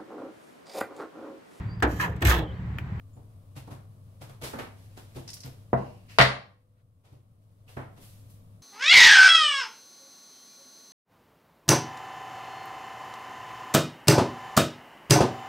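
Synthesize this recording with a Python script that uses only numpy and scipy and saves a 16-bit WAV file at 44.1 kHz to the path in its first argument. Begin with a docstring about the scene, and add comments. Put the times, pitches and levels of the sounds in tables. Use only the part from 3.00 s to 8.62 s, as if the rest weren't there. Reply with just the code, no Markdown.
"""In a small kitchen an appliance hums and clothes rustle. Soft steps and bumps thump the wooden floor,
with brushing soles, swishes of cloth and faint squeaks. An oven glove crackles by stick-slip friction
on a ceramic loaf dish. One corner of the dish knocks dully on a thick wooden board and drags; then the
base drops flat and chatters, exciting the modes of dish, board and room, and something metal sings on.
The gain control ducks at this clatter and recovers slowly under the last steps and swishes."""
import sys
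import numpy as np
from scipy import signal
from scipy.fft import rfft, irfft, next_fast_len
from scipy.io import wavfile
from scipy.ndimage import uniform_filter1d, minimum_filter1d

SR = 44100
rng = np.random.default_rng(int(sys.argv[2]) if len(sys.argv) > 2 else 0)


def wrap_up_sound(samples):
    """Save the sound to the file named by the first command line argument, as 16-bit audio."""
    columns = np.atleast_2d(samples).T
    # keep every value between -1 and 1, then stretch to whole-number steps
    tamed = np.clip(columns, -1, 1)
    steps = np.round(tamed * 32767).astype(np.int16)
    wavfile.write(sys.argv[1], SR, steps)


N = 247886
T = np.arange(N) / SR
RING = T[:2 * SR // 3]  # time axis of one short event

# footfalls and bumps, levels relative: (time [s], thump [dB], brightness [Hz], boom [dB], brush [dB])
FOOTFALLS = [(.160, -39, 873, -49, -69.5), (.563, -38.5, 1027, -41.5, -44), (.668, -33, 1076, -55, -57),
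             (.708, -30.5, 1319, -42, -47.5), (1.213, -36, 1589, -49, -44), (1.290, -37, 1400, -52, -51),
             (1.416, -35.5, 1593, -41.5, -40.5), (1.530, -21.5, 1642, -64, -47),
             (1.586, -20, 2890, -52, -40), (1.971, -38.5, 1608, -60, -45), (2.156, -27, 842, -39.5, -43),
             (2.445, -33, 558.6, -39, -45), (4.118, -35.5, 699, -41.5, -53.5),
             (4.765, -19, 1900, -35.5, -52), (4.969, -39.5, 748, -58.5, -54)]
# friction spectrum of cloth and soles: (frequency [Hz], level [dB])
FRICTION_SPECTRUM = [(150, -7.5), (500, 4), (1500, -1.5), (3500, -0.5), (7000, -4), (12000, -1),
                     (16000, -11)]
# the dish's weight coming down on the counter: (time [s], relative level [dB])
DISH_LANDINGS = [(2.731, -26.5), (3.196, -10)]


def undb(db):
    """Decibels to amplitude ratio."""
    return 10 ** (np.asarray(db) / 20)


def at(points, hz):
    """Interpolate (frequency [Hz], value) points on a log-frequency axis."""
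    f, v = np.transpose(points)
    return np.interp(np.log(hz + 1), np.log(f), v)


def padded(x):
    """Even length, at least that of x, with a fast Fourier transform."""
    return 2 * next_fast_len((x.shape[-1] + 1) // 2)


def freqs(x):
    """Frequencies of the spectrum of x."""
    return np.fft.rfftfreq(padded(x), 1 / SR)


def unit(x):
    """Normalise to rms 1."""
    return x / np.sqrt(np.mean(x ** 2))


def weigh(x, gain):
    """Filter by multiplying the spectrum by a gain."""
    return irfft(rfft(x, padded(x)) * gain)[..., :x.shape[-1]]


def shape(x, db):
    """Minimum-phase filter with the given gain at each frequency, by way of the cepstrum."""
    cepstrum = irfft(np.log(undb(db)))
    half = len(cepstrum) // 2
    cepstrum[1:half] *= 2
    cepstrum[half + 1:] = 0
    return weigh(x, np.exp(rfft(cepstrum)))


def lowpass_db(hz, corner_hz, order=2):
    """Low-pass law of a soft contact: a longer push holds less treble."""
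    return -10 * np.log10(1 + (hz / corner_hz) ** (2 * order))


def whiten(x, width_hz):
    """Spectral whitening: level the broad humps, keep the fine peaks; energy 1."""
    power = np.mean(abs(rfft(x, padded(x))) ** 2, axis=0)
    bins = int(width_hz * padded(x) / SR) + 1
    return weigh(x, uniform_filter1d(power, bins) ** -.5)


def waver(rate_hz):
    """Smooth random fluctuation of rms 1."""
    k = int(SR / rate_hz)
    stairs = np.repeat(rng.standard_normal(N // k + 1), k)
    return unit(uniform_filter1d(uniform_filter1d(stairs, k), k)[:N])


def add(out, s, x):
    """Superpose x from time s."""
    i = max(int(s * SR), 0)
    out[..., i:i + x.shape[-1]] += x[..., :N - i]


def diffuse(t):
    """Diffuse-field noise at two close microphones: coherent in the bass, unrelated in the treble."""
    # likeness of left and right: (frequency [Hz], correlation)
    coherence = [(100, 1), (300, .75), (650, 0.28), (1300, -0.28), (3000, -0.049), (15000, 0)]
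    c = np.clip(at(coherence, freqs(t)), -.99, .99)
    mid, side = weigh(rng.standard_normal((2, len(t))), np.sqrt([1 + c, 1 - c]))
    return unit(np.array([mid + side, mid - side]))


def kitchen(x, wet_db, gap_s):
    """Reverberation: wall reflections build up after the direct sound; their treble dies first."""
    # reverberant bands: (frequency [Hz], t60 [s], relative level [dB])
    bands = [(100, 0.6, -1), (400, 0.41, -4), (800, 0.41, -2.5), (1798, 0.36, -2.5), (4000, 0.36, -1),
             (8000, 0.29, -1), (15000, 0.2, -0.5)]
    centres, t60s, dbs = np.transpose(bands)
    noise, f, tail = diffuse(RING), freqs(RING), 0
    for t60, share in zip(t60s, np.eye(len(bands))):
        band = weigh(noise, at(np.c_[centres, share], f))
        tail = tail + band * np.exp(-np.log(1000) * RING / t60)
    build_up = 1 - np.exp(-(RING / gap_s) ** 2)
    tail = whiten(tail * build_up, width_hz=120) * build_up * (RING < .6)
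    response = shape(tail, wet_db + at(np.c_[centres, dbs], f))
    return x + signal.oaconvolve(x, response, axes=-1)[:, :N]


def burst(rise_s, fade_s, colour_db, grain_db):
    """Granular noise: tiny uneven contacts swell, then decay exponentially."""
    swell = np.minimum(RING / rise_s, 1) ** 2 * np.exp(-np.maximum(RING - rise_s, 0) / fade_s)
    grains = unit(undb(grain_db * rng.standard_normal(len(RING))))
    return shape(diffuse(RING) * grains * swell, colour_db) / np.sqrt(np.mean(undb(colour_db) ** 2))


def background(left_db=1):
    """An appliance's hum, modulated in amplitude and phase, lies over the room's low broadband noise."""
    # still air of the kitchen: (frequency [Hz], relative level [dB])
    air_spectrum = [(20, -1.5), (60, -2), (105, 6), (170, -0.5), (260, -10.5), (400, -19), (600, -13.5),
                    (850, -25.5), (1150, -20.5), (1800, -40), (4000, -42.5), (7000, -43.5), (9000, -34.5),
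                    (15000, -39.5)]
    # tones of the appliance: (frequency [Hz], level [dB], fluctuation [dB])
    tones = [(102.2, -52.5, 1), (190, -75, -1), (268, -74, 2.5), (467, -79.5, 1)]
    air = undb(-55 + 0.38 * waver(7.8)) * unit(shape(diffuse(T), at(air_spectrum, freqs(T))))
    hum = 0
    for hz, db, waver_db in tones:
        amplitude = np.sqrt(2) * undb(db + waver_db * waver(6.1))
        hum += amplitude * np.sin(2 * np.pi * hz * T + 0.71 * waver(27))
    return (air + hum) * undb([[left_db], [-left_db]])


def rustle(far_db=-74, near_db=-63, nearest_s=2.15, approach_s=0.69, flutter_db=1.1, grain_db=4):
    """Friction of cloth on cloth, louder as the cook comes near and fainter with distance."""
    fibres = diffuse(T) * undb(grain_db * rng.standard_normal(N))
    colour = at(FRICTION_SPECTRUM, freqs(T)) - 1.5 * np.log2(1 + freqs(T) / 500)
    nearness = np.exp(-((T - nearest_s) / approach_s) ** 2)
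    level_db = far_db + (near_db - far_db) * nearness + flutter_db * waver(31)
    return unit(shape(fibres, colour)) * undb(level_db)


def squeaks(half_width_hz=160):
    """Narrow-band noise is heard as a pitch: brief, faint squeaks."""
    # squeaks: (time [s], relative level [dB], centre frequency [Hz])
    events = [(.130, -65.5, 7120), (.150, -68.5, 9900), (0.563, -52, 2650), (2.449, -51, 13100),
              (4.677, -51.5, 2750)]
    out = np.zeros((2, N))
    for s, db, hz in events:
        band = lowpass_db(freqs(RING) - hz, half_width_hz)
        add(out, s, undb(db) * burst(0.0022, 0.024, band, grain_db=0))
    return out


def soles(rise_cycles=27, peak_cycles=8, fade_s=0.039, tilt_db_per_octave=-3):
    """Sliding friction: each sole starts to brush the floor just before it lands."""
    out, f = np.zeros((2, N)), freqs(RING)
    colour = at(FRICTION_SPECTRUM, f) + tilt_db_per_octave * np.log2(1 + f / 500)
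    for s, _, hz, _, db in FOOTFALLS:
        rise_s = rise_cycles / hz
        add(out, s + peak_cycles / hz - rise_s, undb(db) * burst(rise_s, fade_s, colour, grain_db=6))
    return out


def steps(rise_cycles=11, fade_s=0.026):
    """Soft impacts on the floor: the harder the contact, the faster and brighter the thump."""
    # response of the wooden floor: (frequency [Hz], level [dB])
    floor_spectrum = [(40, -14), (90, -2), (135, -1), (280, 4.5), (450, 0.5), (900, -1.5), (2000, -7),
                      (4000, -12), (15000, -16.5)]
    out, f = np.zeros((2, N)), freqs(RING)
    for s, db, hz, _, _ in FOOTFALLS:
        colour = at(floor_spectrum, f) + lowpass_db(f, hz, order=3)
        add(out, s, undb(db) * burst(rise_cycles / hz, fade_s, colour, grain_db=4))
    return kitchen(out, wet_db=0.5, gap_s=0.011) * undb(-13)


def booms(swell_s=0.0053):
    """Steps and landings excite the room's low standing waves, which swell late and linger."""
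    # room modes: (frequency [Hz], relative level [dB], t60 [s])
    room_modes = [(65.6, -12.5, 0.36), (90.3, -9, 0.2), (130.44, -0.5, 0.35), (235.5, -15.5, 0.22),
                  (289.4, -12, 0.12)]
    out, swell = np.zeros(N), 1 - np.exp(-RING / swell_s)
    for s, blow_db in DISH_LANDINGS + [(s, boom_db) for s, _, _, boom_db, _ in FOOTFALLS]:
        for hz, db, t60 in room_modes:
            wave = np.sin(2 * np.pi * (hz * RING + rng.random()))
            add(out, s, undb(blow_db + db) * swell * wave * np.exp(-np.log(1000) * RING / t60))
    return 2 * out


def swishes(rise_share=0.33):
    """Sliding friction of cloth sweeping past gives longer, smoother swells of noise."""
    # sweeps of cloth: (peak time [s], relative level [dB], length [s], tilt [dB/octave])
    sweeps = [(1.443, -32, .075, -2.5), (3.116, -57.5, .15, 0), (4.055, -48, .09, -4.5),
              (4.694, -49, 0.11, -2), (5.03, -51.5, .2, 1.4), (5.303, -58, .1, 3)]
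    out, f = np.zeros((2, N)), freqs(RING)
    for s, db, length_s, tilt in sweeps:
        rise_s = length_s * rise_share
        colour = at(FRICTION_SPECTRUM, f) + tilt * np.log2(1 + f / 500)
        add(out, s - rise_s, undb(db) * burst(rise_s, length_s - rise_s, colour, grain_db=0.5))
    return out


def glove(rise_s=0.00029, fade_s=0.011):
    """Stick-slip friction: the padded glove crosses the glaze in crackly spurts."""
    # slips of the grip on the rim: (time [s], level [dB], tilt [dB/octave])
    slips = [(2.2772, -41.5, -3.5), (2.2886, -41.5, -8), (2.302, -42, 6), (2.332, -40.5, 0),
             (2.339, -38.5, 18), (2.368, -46.5, -10), (2.404, -45, 5), (2.434, -44, -6)]
    # glove on glaze: (frequency [Hz], relative level [dB])
    slip_spectrum = [(500, -14.5), (3600, -3.5), (4700, 4), (5400, 9), (6200, 2.5), (7200, -3), (10000, -4),
                     (15000, -21.5)]
    out, f = np.zeros((2, N)), freqs(RING)
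    for s, db, tilt in slips:
        colour = at(slip_spectrum, f) + tilt * np.log2(1 + f / 4000)
        add(out, s, undb(db) * burst(rise_s, fade_s, colour, grain_db=2.5))
    return kitchen(out, wet_db=-4.5, gap_s=0.0034)


def rebounds(s, db, count=3, gap_s=0.005, shrink=0.8, loss_db=3.5, scatter=0.05):
    """Inelastic collision: a contact repeats, ever sooner and weaker, as (time [s], level [dB])."""
    k = np.arange(count)
    gaps = gap_s * shrink ** k * np.exp(scatter * rng.standard_normal(count))
    return zip(s + np.cumsum(gaps) - gaps, db - loss_db * k)


def ringing(t, spot_db=3):
    """Damped modes after one push; the spot struck decides how much of each upper mode sounds."""
    # modes of board (low) and loaded dish (high): (frequency [Hz], relative level [dB], t60 [s])
    modes = [(180.7, -6, 0.1), (244.3, -13, 0.14), (425, -16, 0.15), (490, -12, 0.091), (579.4, -10, 0.17),
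             (647.5, -5.5, 0.05), (675, -3, 0.11), (711, -5, 0.17), (840, -3.5, 0.056), (910, 1, 0.056),
             (1080, -5, 0.25), (1188.5, -1, .21), (1363, 1, 0.06), (1384, -9, 0.21), (1640, -0.5, 0.033),
             (1910, -4.5, 0.072), (1913, -3, 0.17), (2010, -2.5, 0.16), (2108, -8.5, 0.12),
             (2734, -12.5, 0.36), (2910, -10, .09), (3190, -8, 0.096), (3730, -7, .1), (3940, -7.5, 0.092),
             (4120, -12.5, 0.12), (4612, -8.5, .13), (5500, -14.5, 0.12), (6830, -22.5, 0.11),
             (9050, -7, 0.19)]
    hz, db, t60 = np.transpose(modes)[:, :, None]
    waves = np.exp((2j * np.pi * hz - np.log(1000) / t60) * t)
    shortness = np.minimum(hz / 600, 1)
    amplitude = undb(db + spot_db * shortness * rng.standard_normal(hz.shape))
    # short waves reach the two microphones out of step
    phase = np.pi * shortness ** 2 * rng.uniform(-1, 1, (len(hz), 2))
    ring = np.real((amplitude * np.exp(1j * phase)).T @ waves)
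    # a small dish radiates no deep bass
    return signal.sosfilt(signal.butter(2, 120, "high", fs=SR, output="sos"), ring)


def dish(modes_db=-29.5, crack_db=11.5, crack_s=0.0045, left_db=0.2):
    """Impulse excitation: each contact is a short push that rings dish and board."""
    # one corner, then the edges of the base: (time [s], relative level [dB], brightness [Hz])
    contacts = [(2.7307, 8, 699), (3.186, 11.5, 6140), (3.2015, 14.5, 3540), (3.2120, 12.5, 6000),
                (3.2214, 9, 6660), (3.2490, -2.5, 2400)]
    # dense, quickly damped modes of wood and clay: (frequency [Hz], relative level [dB])
    crack_spectrum = [(25, -36.5), (55, -18.5), (130, -10.5), (300, 2), (700, 7), (1000, 5.5), (1900, 8),
                      (3000, -1), (4300, -1), (6000, -12.5), (9000, -12), (15000, -10.5)]
    t = RING[:len(RING) // 2]
    f, out = freqs(t), np.zeros((2, N))
    for first_s, first_db, hz in contacts:
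        for s, db in rebounds(first_s, first_db):
            push_db = db + np.maximum(lowpass_db(f, hz, order=3), -46)
            crack = whiten(diffuse(t) * np.exp(-t / crack_s), width_hz=350) * (t < .1)
            body = shape(crack, crack_db + at(crack_spectrum, f)) + undb(modes_db) * ringing(t)
            add(out, s, shape(body, push_db))
    return kitchen(out, wet_db=-2, gap_s=0.0031) * undb([[left_db], [-left_db]])


def metal(hz=500.6, coupling_db=-43, t60=2.1):
    """Sympathetic vibration: something metal on the counter takes up each landing and sings on."""
    out = np.zeros(N)
    ring = np.sin(2 * np.pi * hz * T) * np.exp(-np.log(1000) * T / t60)
    for s, db in DISH_LANDINGS:
        add(out, s, undb(db + coupling_db) * ring)
    return out


def drags():
    """Sliding friction: tilted on one corner, the dish creeps over the board."""
    # slides of the unglazed foot: (time [s], level [dB], rise [s], fade [s])
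    slides = [(2.764, -58, .01, 0.095), (2.844, -64, .015, 0.14), (3.073, -52.5, .025, 0.069)]
    # clay rubbing on wood: (frequency [Hz], relative level [dB])
    drag_spectrum = [(500, -15), (1700, -5), (2300, -2), (2800, 2), (3500, -11.5), (4500, -6.5),
                     (7000, -15), (15000, -26)]
    out, colour = np.zeros((2, N)), at(drag_spectrum, freqs(RING))
    for s, db, rise_s, fade_s in slides:
        add(out, s, undb(db) * burst(rise_s, fade_s, colour, grain_db=4))
    return kitchen(out, wet_db=-2, gap_s=0.0059)


def microphones(x, lag_s=0.00034, bass_hz=450, left_db=0.08):
    """Phase delay: bass reaches the left microphone a little later and stronger."""
    f = freqs(x)
    bass = 1 / (1 + (f / bass_hz) ** 4)
    left_gain = undb(left_db * bass) * np.exp(-2j * np.pi * f * lag_s * bass)
    return np.array([weigh(x[0], left_gain), x[1]])


def scene():
    """Superposition of all the kitchen's sources at two microphones."""
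    dish_and_steps = dish() + booms() + metal() + drags() + steps()
    scuffs = kitchen(soles() + swishes() + squeaks(), wet_db=-5, gap_s=0.0027) * undb(-3.5)
    return microphones(dish_and_steps + scuffs + rustle() + glove() + background())


def gain_control(x, ceiling_db=-10, hold_s=0.85, release_db_per_s=11):
    """Automatic gain control: loud sound pushes the gain down at once; it is held, then creeps back."""
    power = uniform_filter1d(np.mean(x ** 2, axis=0), size=256)
    level_db = 10 * np.log10(np.maximum(power, 1e-12))
    span = 2 * int(hold_s * SR / 2) + 1
    held = minimum_filter1d(np.minimum(ceiling_db - level_db, 0), span, origin=span // 2, mode="constant")
    creep = release_db_per_s * T
    gain_db = np.minimum.accumulate(held - creep) + creep
    return x * undb(uniform_filter1d(gain_db, size=64))


def record(dry):
    """Limiting: the phone rides its gain, clips short of full scale and cuts the top of the band."""
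    limited = np.clip(gain_control(dry), -.9, .9)
    return signal.sosfilt(signal.ellip(10, .2, 70, 15700, fs=SR, output="sos"), limited)


dry = scene()
out = record(dry)
wrap_up_sound(out)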